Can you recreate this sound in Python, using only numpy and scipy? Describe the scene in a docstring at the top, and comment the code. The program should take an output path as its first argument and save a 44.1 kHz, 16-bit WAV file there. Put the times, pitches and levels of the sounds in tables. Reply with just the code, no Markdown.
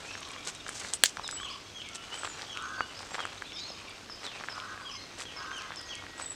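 """A chorus of small birds in dry scrub, near and far, with a crow-like caw, a thin whistle and a low trill.
Birds are gliding near-sine notes with noise-tail echoes; the caw is rough pulses through throat resonances.
Close to the microphone dry leaves rustle as random grains, stems pop as short rings, leaves tick as
struck modes, and one twig cracks loudly with a spray of splinters; air hiss and a faint hum lie underneath."""
import sys
import numpy as np
from scipy import signal
from scipy.fft import rfft, irfft
from scipy.io import wavfile

SR = 44100
rng = np.random.default_rng(int(sys.argv[2]) if len(sys.argv) > 2 else 0)


def digitize_waveform(pressure):
    """Quantize a signal to 16-bit integers and store it at the path in sys.argv[1].

    Rows of a 2-D input are taken as channels; values are limited to [-1, 1].
    """
    field = np.atleast_2d(pressure).T
    bounded = np.clip(field, -1, 1)
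    quanta = np.round(bounded * 32767).astype(np.int16)
    wavfile.write(sys.argv[1], SR, quanta)


def nominal_scale(level):
    """Amplitude ratio for a level in decibels (scalar or array-like)."""
    x = np.asarray(level, float) / 20
    return 10 ** x


N = 280028   # length in samples


def in_time(rows):
    """Columns of a curve drawn in time, read at every sample; silent outside it."""
    s, *columns = np.transpose(rows)
    return [np.interp(np.arange(N) / SR, s, c, left=-120, right=-120) for c in columns]


def rms_one(x):
    """Scale to unit power."""
    return x / np.sqrt(np.mean(x ** 2) + 1e-20)


def colour(x, points):
    """Shape a signal by a spectrum drawn on a log-frequency axis."""
    hz, level_db = np.transpose(points)
    grid = np.maximum(np.arange(N // 2 + 1) * SR / N, 1)
    gain_db = np.interp(np.log(grid), np.log(hz), level_db, right=-120)
    return irfft(rfft(x) * nominal_scale(gain_db), N)


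def drift(rate):
    """Slow chance: noise twice through a one-pole low-pass at rate in Hz, spread 1."""
    r = np.exp(-2 * np.pi * rate / SR)
    noise = rng.standard_normal(N + SR)
    settled = signal.lfilter([1], [1, -2 * r, r * r], noise)[SR:]
    return rms_one(settled)


def shape(s, length, attack_s, release_s):
    """Attack, hold, release from 0 to 1, and the share of the length gone by."""
    t = np.arange(N) / SR - s
    held = np.clip(np.minimum(t / attack_s, (length - t) / release_s), 0, 1)
    return held, np.clip(t / length, 0, 1)


def resonate(x, modes, order=1):
    """Parallel resonances of alternating sign; modes give Hz, width in Hz and dB."""
    out = 0
    for k, (hz, width, level_db) in enumerate(modes):
        r = np.exp(-np.pi * width / SR)
        zeros = [(1 - r * r) / 2, 0, (r * r - 1) / 2]
        poles = [1, -2 * r * np.cos(2 * np.pi * hz / SR), r * r]
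        y = x + 1e-18
        for _ in range(order):
            y = signal.lfilter(zeros, poles, y)
        out = out + (-1) ** k * nominal_scale(level_db) * y
    return out


def grains(per_s, spread_db):
    """Random clicks of uneven size that come in clumps."""
    born = rng.random(N) < per_s * nominal_scale(3.5 * drift(40)) / SR
    size = nominal_scale(spread_db * np.minimum(rng.exponential(1, N), 5))
    return born * size * rng.choice([-1, 1], N)


def echoes(x, t60, gap_s, stir=0):
    """Scatter from trunks and ground: a noise tail swells over a gap and dies; moving leaves make it flutter."""
    t = np.arange(SR // 2) / SR
    tail = rng.standard_normal(len(t)) * nominal_scale(-60 * t / t60) * np.clip(t / gap_s, 0, 1)
    scattered = signal.fftconvolve(x, tail / np.sqrt(np.sum(tail ** 2)))[:N]
    return scattered * (1 + stir * drift(85))


def sing(notes, swell, lean):
    """Near-sine notes on a parabola through three pitches, loudest early; returns direct sound and echo feed."""
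    low_fade = 1.54   # a note weakens as its pitch sinks: gain = (pitch / highest pitch) ** low_fade
    out = np.zeros((2, N + 2 * SR))
    for s, length, start_hz, mid_hz, end_hz, level_db, overtone_db, echo_db in notes:
        u = np.linspace(0, 1, max(int(length * SR), 8))
        hz = start_hz * (1 - u) * (1 - 2 * u) + 4 * mid_hz * u * (1 - u) + end_hz * u * (2 * u - 1)
        phase = 2 * np.pi * np.cumsum(hz) / SR
        tone = np.sin(phase) + nominal_scale(overtone_db) * np.sin(2 * phase)
        envelope = np.abs(np.sin(np.pi * u ** lean)) ** swell * (hz / hz.max()) ** low_fade
        note = np.sqrt(2) * nominal_scale(level_db) * envelope * tone
        at = max(int(s * SR), 0)
        out[:, at:at + len(u)] += note * nominal_scale(np.array([[0], [echo_db]]))
    return out[:, :N]


# Swells of the far chorus. Each row: time in seconds, relative level in dB.
FAR = [(0, -52), (.35, -41.5), (.75, -50.5), (1.3, -49.5), (2.2, -49.5), (2.5, -44), (3.2, -57.5),
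       (3.52, -44.5), (3.91, -46.5), (4.14, -54), (4.67, -53), (4.86, -66), (5.05, -55), (5.46, -48),
       (5.8, -53), (6.35, -59)]
# Spectrum of the far chorus. Each row: frequency in Hz, relative level in dB.
FAR_COLOUR = [(1500, 6), (2300, -4), (3300, 0), (5000, -7.5), (6500, 2.5), (8000, -31.5), (10000, -56)]


def far_chorus(count=800):
    """Many distant birds sing mostly falling notes at random; only their scattered sound arrives."""
    notes = []
    for when, long, high, fall, soft in rng.random((count, 5)):
        start_hz = 2300 * 2.9 ** high
        mid_hz = start_hz * (1.03 - .12 * fall)
        end_hz = 2300 * 2.7 ** high * (1.15 - .5 * fall)
        notes.append((when * N / SR, 0.035 + 0.039 * long, start_hz, mid_hz, end_hz, -8 * soft, -30, 0))
    blur = echoes(sing(notes, swell=.8, lean=.9)[0], t60=.35, gap_s=.015, stir=.7)
    blur = rms_one(colour(blur, FAR_COLOUR))
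    wash = rms_one(colour(rng.standard_normal(N), FAR_COLOUR))   # those too far to tell apart
    level_db = in_time(FAR)[0]
    return nominal_scale(level_db - 5.5) * blur + nominal_scale(level_db - 11.0) * wash


# Straight glides of assorted birds.
# Each row: start in seconds, length in seconds, start pitch in Hz, end pitch in Hz, relative level in dB.
GLIDES = [(0, 0.13, 2394, 2720, -59), (0.118, 0.019, 5700, 5300, -55), (0.765, .095, 2114, 1946, -63),
          (0.826, 0.062, 4500, 3600, -54), (1.21, .091, 5280, 4910, -53), (1.236, .041, 4050, 3390, -38.5),
          (1.37, 0.049, 2900, 3280, -41), (1.483, .035, 3900, 5210, -45), (1.509, 0.019, 5130, 4910, -43),
          (1.844, 0.046, 2080, 2290, -67), (1.882, .38, 1345, 1394, -75), (1.919, 0.06, 2360, 3090, -56),
          (2.114, .049, 2860, 3200, -41.5), (2.283, 0.026, 7320, 6750, -44.5),
          (2.721, 0.082, 4760, 4400, -70), (2.815, 0.032, 2870, 2930, -43),
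          (2.883, 0.033, 3170, 2390, -49.5), (2.942, 0.037, 4420, 5480, -48),
          (3.46, 0.024, 3280, 3850, -47), (3.523, 0.16, 3390, 4400, -41.5), (3.531, 0.1, 5530, 4300, -43.5),
          (4.883, .08, 5750, 6270, -65), (1.98, .06, 2870, 2970, -67), (3.873, 0.024, 2420, 2245, -50),
          (4.24, 0.068, 4290, 2890, -40), (4.304, 0.078, 2960, 2200, -48), (4.806, 0.098, 4720, 4960, -85),
          (4.944, 0.048, 2145, 2130, -54), (4.972, 0.041, 4030, 4370, -50), (5.35, 0.016, 2170, 2220, -54),
          (5.625, 0.026, 2080, 2020, -51), (5.671, 0.1, 3680, 3000, -87), (5.87, 0.052, 4350, 4600, -77),
          (5.958, 0.022, 2210, 2200, -57), (6.236, 0.024, 3650, 3620, -71)]


def glides():
    """Note rows of straight pitch glides; louder notes are nearer and drier."""
    notes = []
    for s, length, start_hz, end_hz, level_db in GLIDES:
        echo_db = -5.5 - 0.83 * (level_db + 48)   # 0.83 dB less echo feed per dB above -48
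        notes.append((s, length, start_hz, (start_hz + end_hz) / 2, end_hz, level_db, -37, echo_db))
    return notes


# Slow stirring of the dry leaves. Each row: time in seconds, level of the dull knocks in dB.
LEAVES = [(0, -49), (.5, -56), (.9, -61), (1.3, -50), (1.77, -61), (2.26, -48.5), (2.8, -56), (3.18, -44),
          (3.5, -54.5), (4.05, -57), (4.4, -46.5), (4.9, -54.5), (5.57, -51), (6.35, -54)]
# Spectrum of the crisp grains. Each row: frequency in Hz, relative level in dB.
CRISP = [(2000, -11.5), (3500, -6.5), (5000, -3.5), (8000, -2.5), (10000, -17.5), (12500, -29),
         (15500, -46)]
# Spectrum of the dull knocks. Each row: frequency in Hz, relative level in dB.
SHUFFLE = [(200, -34), (400, -2.5), (800, 0), (1500, 0), (2500, -4.5), (4000, -7), (6000, -13)]
# Short crunches. Each row: start in seconds, length in seconds, crisp level in dB, dull level in dB.
CRUNCHES = [(0.444, 0.073, -39.5, -43), (0.657, 0.08, -48.5, -46.5), (0.705, 0.18, -44, -49),
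            (0.79, 0.2, -47, -53), (0.925, 0.036, -41, -49), (1.94, 0.032, -40.5, -72),
            (2.088, 0.16, -51.5, -48.5), (2.225, 0.059, -52, -43.5), (2.383, 0.073, -58, -49),
            (2.98, 0.12, -63, -66), (3.13, 0.035, -46, -40), (3.177, 0.069, -72, -54),
            (4.224, 0.061, -47.5, -46.5), (5.173, 0.072, -40.5, -51), (6.17, 0.093, -49.5, -47.5)]


def leaves():
    """Dense crisp grains on top, sparser dull knocks below; both follow the slow stirring and each crunch."""
    t, stir_db = np.arange(N) / SR, in_time(LEAVES)[0]
    # the crisp layer follows 0.55 of the stirring and settles by 1.24 dB per second
    crisp_gain = nominal_scale(-55.5 + 0.55 * (stir_db - stir_db.mean()) - 1.24 * t)
    dull_gain = nominal_scale(stir_db)
    for s, length, crunch_db, thud_db in CRUNCHES:
        swell = np.interp(t, [s, s + 0.48 * length, s + length], [0, 1, 0])
        crisp_gain = crisp_gain + nominal_scale(crunch_db) * swell
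        dull_gain = dull_gain + nominal_scale(thud_db) * swell
    crisp = rms_one(colour(grains(per_s=8600, spread_db=4.5), CRISP))
    dull = rms_one(colour(grains(per_s=1100, spread_db=3.0), SHUFFLE))
    return crisp_gain * crisp + dull_gain * dull


# Spectrum of the background hiss. Each row: frequency in Hz, relative level in dB.
AIR = [(15, -41), (25, 5), (86, 0.5), (216, 0.5), (291, 3.5), (905, -6.5), (1360, -3.5), (1730, -7.5),
       (2730, -5), (5370, -8), (8270, -18.5), (14200, -32), (15800, -40)]


def air(air_db=-51, hum_hz=96, hum_db=-63):
    """Smooth open-country hiss, and noise through one narrow resonance as a wavering low hum."""
    hiss = rms_one(colour(rng.standard_normal(N), AIR))
    hum = rms_one(resonate(rng.standard_normal(N), [(hum_hz, 9, 0)]))
    return nominal_scale(air_db) * hiss + nominal_scale(hum_db) * hum


# Dull pops of stems and pebbles. Each row: start in seconds, peak in dB, pitch in Hz.
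POPS = [(.115, -30, 2900), (0.153, -25.5, 1750), (.178, -34.5, 1300), (0.231, -28, 2800),
        (0.363, -30, 1940), (.665, -27, 1480), (0.691, -25, 1600), (0.848, -25.5, 1720), (1.171, -23, 1470),
        (1.196, -24, 1020), (1.244, -30.5, 1040), (1.29, -23, 1610), (1.327, -29, 1312), (1.185, -34, 1010),
        (1.401, -29, 1540), (1.432, -30, 1600), (1.818, -28, 3140), (2.131, -35, 1410), (2.234, -23, 1340),
        (2.247, -26, 1110), (2.253, -22, 2930), (2.394, -30, 1590), (2.275, -25.5, 1420),
        (2.573, -19, 2770), (2.783, -32, 1050), (2.807, -12, 1280), (3.006, -34.5, 930), (3.118, -31, 845),
        (3.151, -24, 1750), (3.183, -24.5, 960), (3.192, -22, 1320), (3.204, -21.5, 1290),
        (3.253, -19.5, 1370), (3.422, -22, 1610), (3.521, -29, 3130), (3.703, -34.5, 625),
        (4.098, -31, 1220), (4.41, -32, 1190), (4.438, -25, 1790), (4.444, -30.5, 1170), (4.486, -20, 1630),
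        (4.581, -28, 1050), (4.601, -25.5, 3120), (4.777, -29.5, 1630), (5.198, -26.5, 2210),
        (5.212, -29.5, 1230), (5.22, -25, 2840), (5.516, -28, 1500), (5.706, -28, 1100),
        (5.72, -26.5, 1680), (5.739, -31, 1840), (6.039, -33, 1100), (6.024, -32, 1160),
        (6.066, -30.5, 1780), (6.198, -25, 1260)]


def pops(cycles=0.99):
    """Each pop rings about one cycle at its pitch."""
    out, t = np.zeros(N + SR), np.arange(SR // 50) / SR
    for s, peak_db, hz in POPS:
        ring = np.sin(2 * np.pi * hz * t) * np.exp(-t * hz / cycles) * np.clip(t * hz * 2.57, 0, 1)
        at = int(s * SR)
        out[at:at + len(t)] += nominal_scale(peak_db) * ring / np.abs(ring).max()
    return out[:N]


# Bright ticks of dry leaves. Each row: start in seconds, relative strike level in dB, brightness in dB per mode.
TICKS = [(.194, -45, 7), (.206, -34, 8), (.2885, -40, 13), (0.3167, -32, 5), (.474, -21, -3),
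         (.4958, -36, 1), (.55, -30, 3), (0.6822, -26, -2), (.6932, -23, 8.5), (0.9364, -9.5, 0.5),
         (1.0944, -28, 1), (1.1704, -34.5, -7), (1.278, -20, -1.5), (1.3119, -21, -1), (1.8886, -30, -2.5),
         (1.95, -27.5, -1), (2.248, -27, -3), (2.42, -39.5, -12), (2.573, -32, -4), (2.6239, -31.5, 0),
         (2.992, -36.5, -8), (3.205, -37.5, -9), (3.254, -29, -1), (3.4218, -37, -4), (3.896, -36.5, 7),
         (4.2662, -34, -9), (5.2366, -34, 0), (5.567, -36, 0), (5.5812, -38.5, 15), (5.6206, -36, -7.5),
         (5.7598, -29.5, -3), (5.8136, -32.5, 8), (5.9534, -26.5, -1)]
# Ringing modes of a leaf. Each row: frequency in Hz, width in Hz, level in dB.
LEAF = [(3600, 3000, -6.5), (6140, 1900, -6.5), (7660, 1350, 2), (9350, 2300, -11)]


def ticks():
    """One click a tick strikes the leaf modes; a brighter tick favours the upper ones."""
    s, strike_db, bright_db = np.transpose(TICKS)
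    out = 0
    for k, mode in enumerate(LEAF):
        clicks = np.zeros(N)
        clicks[(s * SR).astype(int)] = nominal_scale(strike_db + 15.5 + bright_db * (k - 2))
        out = out + (-1) ** k * resonate(clicks, [mode], order=2)
    return out


# Low trill. Each row: start in seconds, relative level in dB.
TRILL = [(.212, -44.5), (1.407, -41.5), (3.715, -48), (4.798, -43)]
# One trill note: length in seconds, start pitch in Hz, middle pitch in Hz, end pitch in Hz.
TRILL_NOTE = (0.0266, 1220, 1110, 980)


def trill(gap_s=.045, swell_db=0.5):
    """Note rows of a trill: four quick falling notes, the third strongest."""
    notes = []
    for s, level_db in TRILL:
        for k in range(4):
            note_db = level_db - swell_db * abs(k - 2) / 2
            notes.append((s + k * gap_s, *TRILL_NOTE, note_db, -40, -14))
    return notes


# Resonances of a stiff leaf. Each row: frequency in Hz, width in Hz, relative level in dB.
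RATTLE_MODES = [(3200, 600, -13), (8200, 1100, 0)]


def rattle(start_s=.937, length_s=.045, level_db=-33):
    """After its sharpest tick a stiff leaf shivers out: dense grains through two resonances, dying away."""
    held = shape(start_s, length_s, 0.0018, length_s)[0]
    shiver = rms_one(resonate(grains(per_s=10000, spread_db=2.0), RATTLE_MODES, order=2))
    return nominal_scale(level_db) * held ** 2 * shiver


# Ringing modes of the twig. Each row: frequency in Hz, width in Hz, relative level in dB.
TWIG = [(583, 300, -15.5), (1750, 330, -2), (3150, 600, -1), (4400, 250, -3), (5600, 570, -38),
        (7900, 1070, -3.5), (10300, 2600, -15), (15200, 980, -14)]
# Spectrum of the splinters. Each row: frequency in Hz, relative level in dB.
SPLINTER_COLOUR = [(410, -54), (700, -32), (1030, -18), (1220, -25), (1700, -5), (2320, -4.5), (7480, 0),
                   (10200, -16.5), (15700, -35)]


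def twig(crack_s=1.0371, crack_db=7):
    """One hard break rings the modes of the wood; a dense spray of splinters follows."""
    blow = np.zeros(N)
    blow[int(crack_s * SR)] = 1
    ring = resonate(blow, TWIG)
    spray = rms_one(colour(grains(per_s=7400, spread_db=4.0), SPLINTER_COLOUR))
    t = np.arange(N) / SR - crack_s
    spray_db = np.interp(t, [0, 0.02, 1], [-43, -24, -584], left=-120)   # quick rise, steep fall
    return nominal_scale(crack_db) * ring / np.abs(ring).max() + nominal_scale(spray_db) * spray


# Thin high notes of a near bird.
# Each row: start in seconds, length in seconds, start pitch in Hz, end pitch in Hz, relative level in dB.
SEEPS = [(1.315, 0.049, 7800, 7800, -39), (1.362, 0.048, 7800, 7760, -48), (2.14, .02, 7750, 7900, -48),
         (2.181, .025, 7900, 8050, -43), (2.227, .03, 7900, 7400, -44), (3.108, .049, 7660, 7360, -49.5),
         (6.179, .008, 7760, 7930, -43.5), (6.219, 0.0093, 7830, 8070, -34.5),
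         (6.259, 0.0086, 7800, 7910, -32), (6.301, 0.0097, 7900, 7730, -33)]


def seeps():
    """Note rows of thin, fairly dry high notes on straight glides."""
    return [(s, length, start_hz, (start_hz + end_hz) / 2, end_hz, level_db, -37, -12.5)
            for s, length, start_hz, end_hz, level_db in SEEPS]


# Down-slurred chirps, low and an octave up.
# Each row: start in seconds, length in seconds, start pitch in Hz, relative level in dB, echo feed in dB.
SLURS = [(1.423, 0.062, 3390, -39.5, -6), (1.742, 0.096, 3307, -47.5, -3.5),
         (2.467, 0.093, 3360, -46, -3.5), (3.185, 0.081, 3284, -42.5, -9.5), (4.847, 0.08, 3294, -44, -6.5),
         (5.25, 0.068, 3290, -46.5, -7.5), (5.529, 0.089, 3186, -40.5, -11.5),
         (5.89, 0.061, 3334, -40, -10.5), (5.535, 0.067, 6480, -50, -5.5), (5.855, 0.06, 6500, -54, -1),
         (1.731, .07, 6440, -59, -2.5)]


def slurs():
    """Note rows of chirps that hold high, then slur down to 0.69 of the start pitch."""
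    return [(s, length, hz, 0.94 * hz, 0.69 * hz, level_db, -24, echo_db)
            for s, length, hz, level_db, echo_db in SLURS]


# Harsh caws.
# Each row: start in seconds, length in seconds, relative level in dB, start and top pitch of the upper tone in Hz.
CAWS = [(2.53, .33, -40.5, 1385, 1536), (4.5, 0.38, -43, 1296, 1544), (5.35, .39, -42.5, 1489, 1586)]
# Throat resonances. Each row: frequency in Hz, width in Hz, relative level in dB.
THROAT = [(1066, 108, 6.5), (1314, 300, 1.5)]


def caws(pulse_hz=105, jitter=.015, hiss=.2, low_tone_hz=1050):
    """Uneven pulses and gated hiss drive narrow throat resonances; the pulse rate chops an arching upper tone."""
    attack_s, release_s, sag_db, lower_sag_db = 0.039, 0.083, 3.5, 7.5
    top_at, end_drop_hz = .65, 90   # share of the length at which the pitch peaks; its fall after that
    share = nominal_scale(-5.5)   # of the upper tone
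    cycle = np.cumsum(pulse_hz * (1 + jitter * drift(20))) / SR
    pulses = np.diff(np.floor(cycle), prepend=0) * nominal_scale(0.57 * rng.standard_normal(N))
    gated_hiss = rng.standard_normal(N) * np.exp(-3.0 * (cycle % 1))
    source = rms_one(pulses) + hiss * gated_hiss
    steady = np.sin(2 * np.pi * np.cumsum(low_tone_hz + 6 * drift(9.1)) / SR)
    lower = rms_one(resonate(source, THROAT, order=2)) + .2 * steady
    chop = 1 + 0.85 * np.cos(2 * np.pi * cycle) + 0.7 * drift(58)
    out = 0
    for s, length, level_db, start_hz, top_hz in CAWS:
        held, u = shape(s, length, attack_s, release_s)
        rise = (top_hz - start_hz) / top_at ** 2
        fall = end_drop_hz / (1 - top_at) ** 2
        upper_hz = top_hz - np.where(u < top_at, rise, fall) * (u - top_at) ** 2
        upper = chop * np.sin(2 * np.pi * np.cumsum(upper_hz + 8 * drift(26)) / SR)
        lower_gain = np.sqrt(1 - share ** 2) * nominal_scale(0.5 - lower_sag_db * u)
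        out = out + held * nominal_scale(level_db - sag_db * u) * (share * upper + lower_gain * lower)
    return out


# Short falling chips of another bird.
# Each row: start in seconds, length in seconds, relative level in dB, echo feed in dB.
CHIPS = [(3.685, 0.042, -48, -5), (4.098, 0.028, -45, -2.5), (4.494, 0.038, -46.5, -1.5),
         (4.911, 0.037, -45, -4.5), (5.363, .032, -43, -8.5), (5.766, 0.032, -43, -6)]
# Pitch of every chip: start in Hz, middle in Hz, end in Hz.
CHIP_HZ = (5306, 5190, 4600)


def chips():
    """Note rows of short chips that all share one falling pitch curve."""
    return [(s, length, *CHIP_HZ, level_db, -37, echo_db) for s, length, level_db, echo_db in CHIPS]


# Long thin far whistle. Each row: start in seconds, length in seconds, level in dB.
THIN = [(4.55, 0.37, -59), (4.91, 0.88, -63), (5.7, .75, -55)]


def thin_whistle(hz=1905, fade_s=0.14):
    """A steady far tone that wavers a little in pitch and level."""
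    held = sum(nominal_scale(level_db) * shape(s, length, fade_s, 2 * fade_s)[0] for s, length, level_db in THIN)
    tone = np.sin(2 * np.pi * np.cumsum(hz + 3 * drift(8)) / SR)
    return np.sqrt(2) * held * nominal_scale(1.5 * drift(6)) * tone


def scene():
    """Birds get early and long echoes and lose their top to the air; close sounds get a short echo."""
    notes = glides() + trill() + seeps() + slurs() + chips()
    caw_feeds = caws() * nominal_scale(np.array([[0], [-6]]))   # direct, echo feed
    direct, scattered = sing(notes, swell=0.24, lean=0.87) + caw_feeds
    direct = direct * nominal_scale(1.0 * drift(30) - 3)   # turbulent air makes the level waver
    early = echoes(scattered, t60=.13, gap_s=.006, stir=.2)
    late = echoes(scattered, t60=.5, gap_s=.025, stir=.35)
    echo = nominal_scale(3.5) * early + nominal_scale(3.5) * late
    birds = signal.sosfilt(signal.butter(6, 9500, fs=SR, output="sos"), direct + echo)
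    close = pops() + ticks() + twig() + rattle()
    near = close + nominal_scale(-14) * echoes(close, t60=.06, gap_s=.002)
    return (near + birds + far_chorus() + thin_whistle() + leaves() + air())[None]


def low_pass(x):
    """Removes everything above the highest recorded frequency."""
    return signal.sosfilt(signal.butter(12, 16150, fs=SR, output="sos"), x)


def record(dry):
    """The microphone loses the deepest bass and the loudest crack overloads."""
    dry = signal.sosfilt(signal.butter(2, 32, "high", fs=SR, output="sos"), dry)
    return low_pass(np.clip(dry, -1, 1))


dry = scene()
out = record(dry)
digitize_waveform(out)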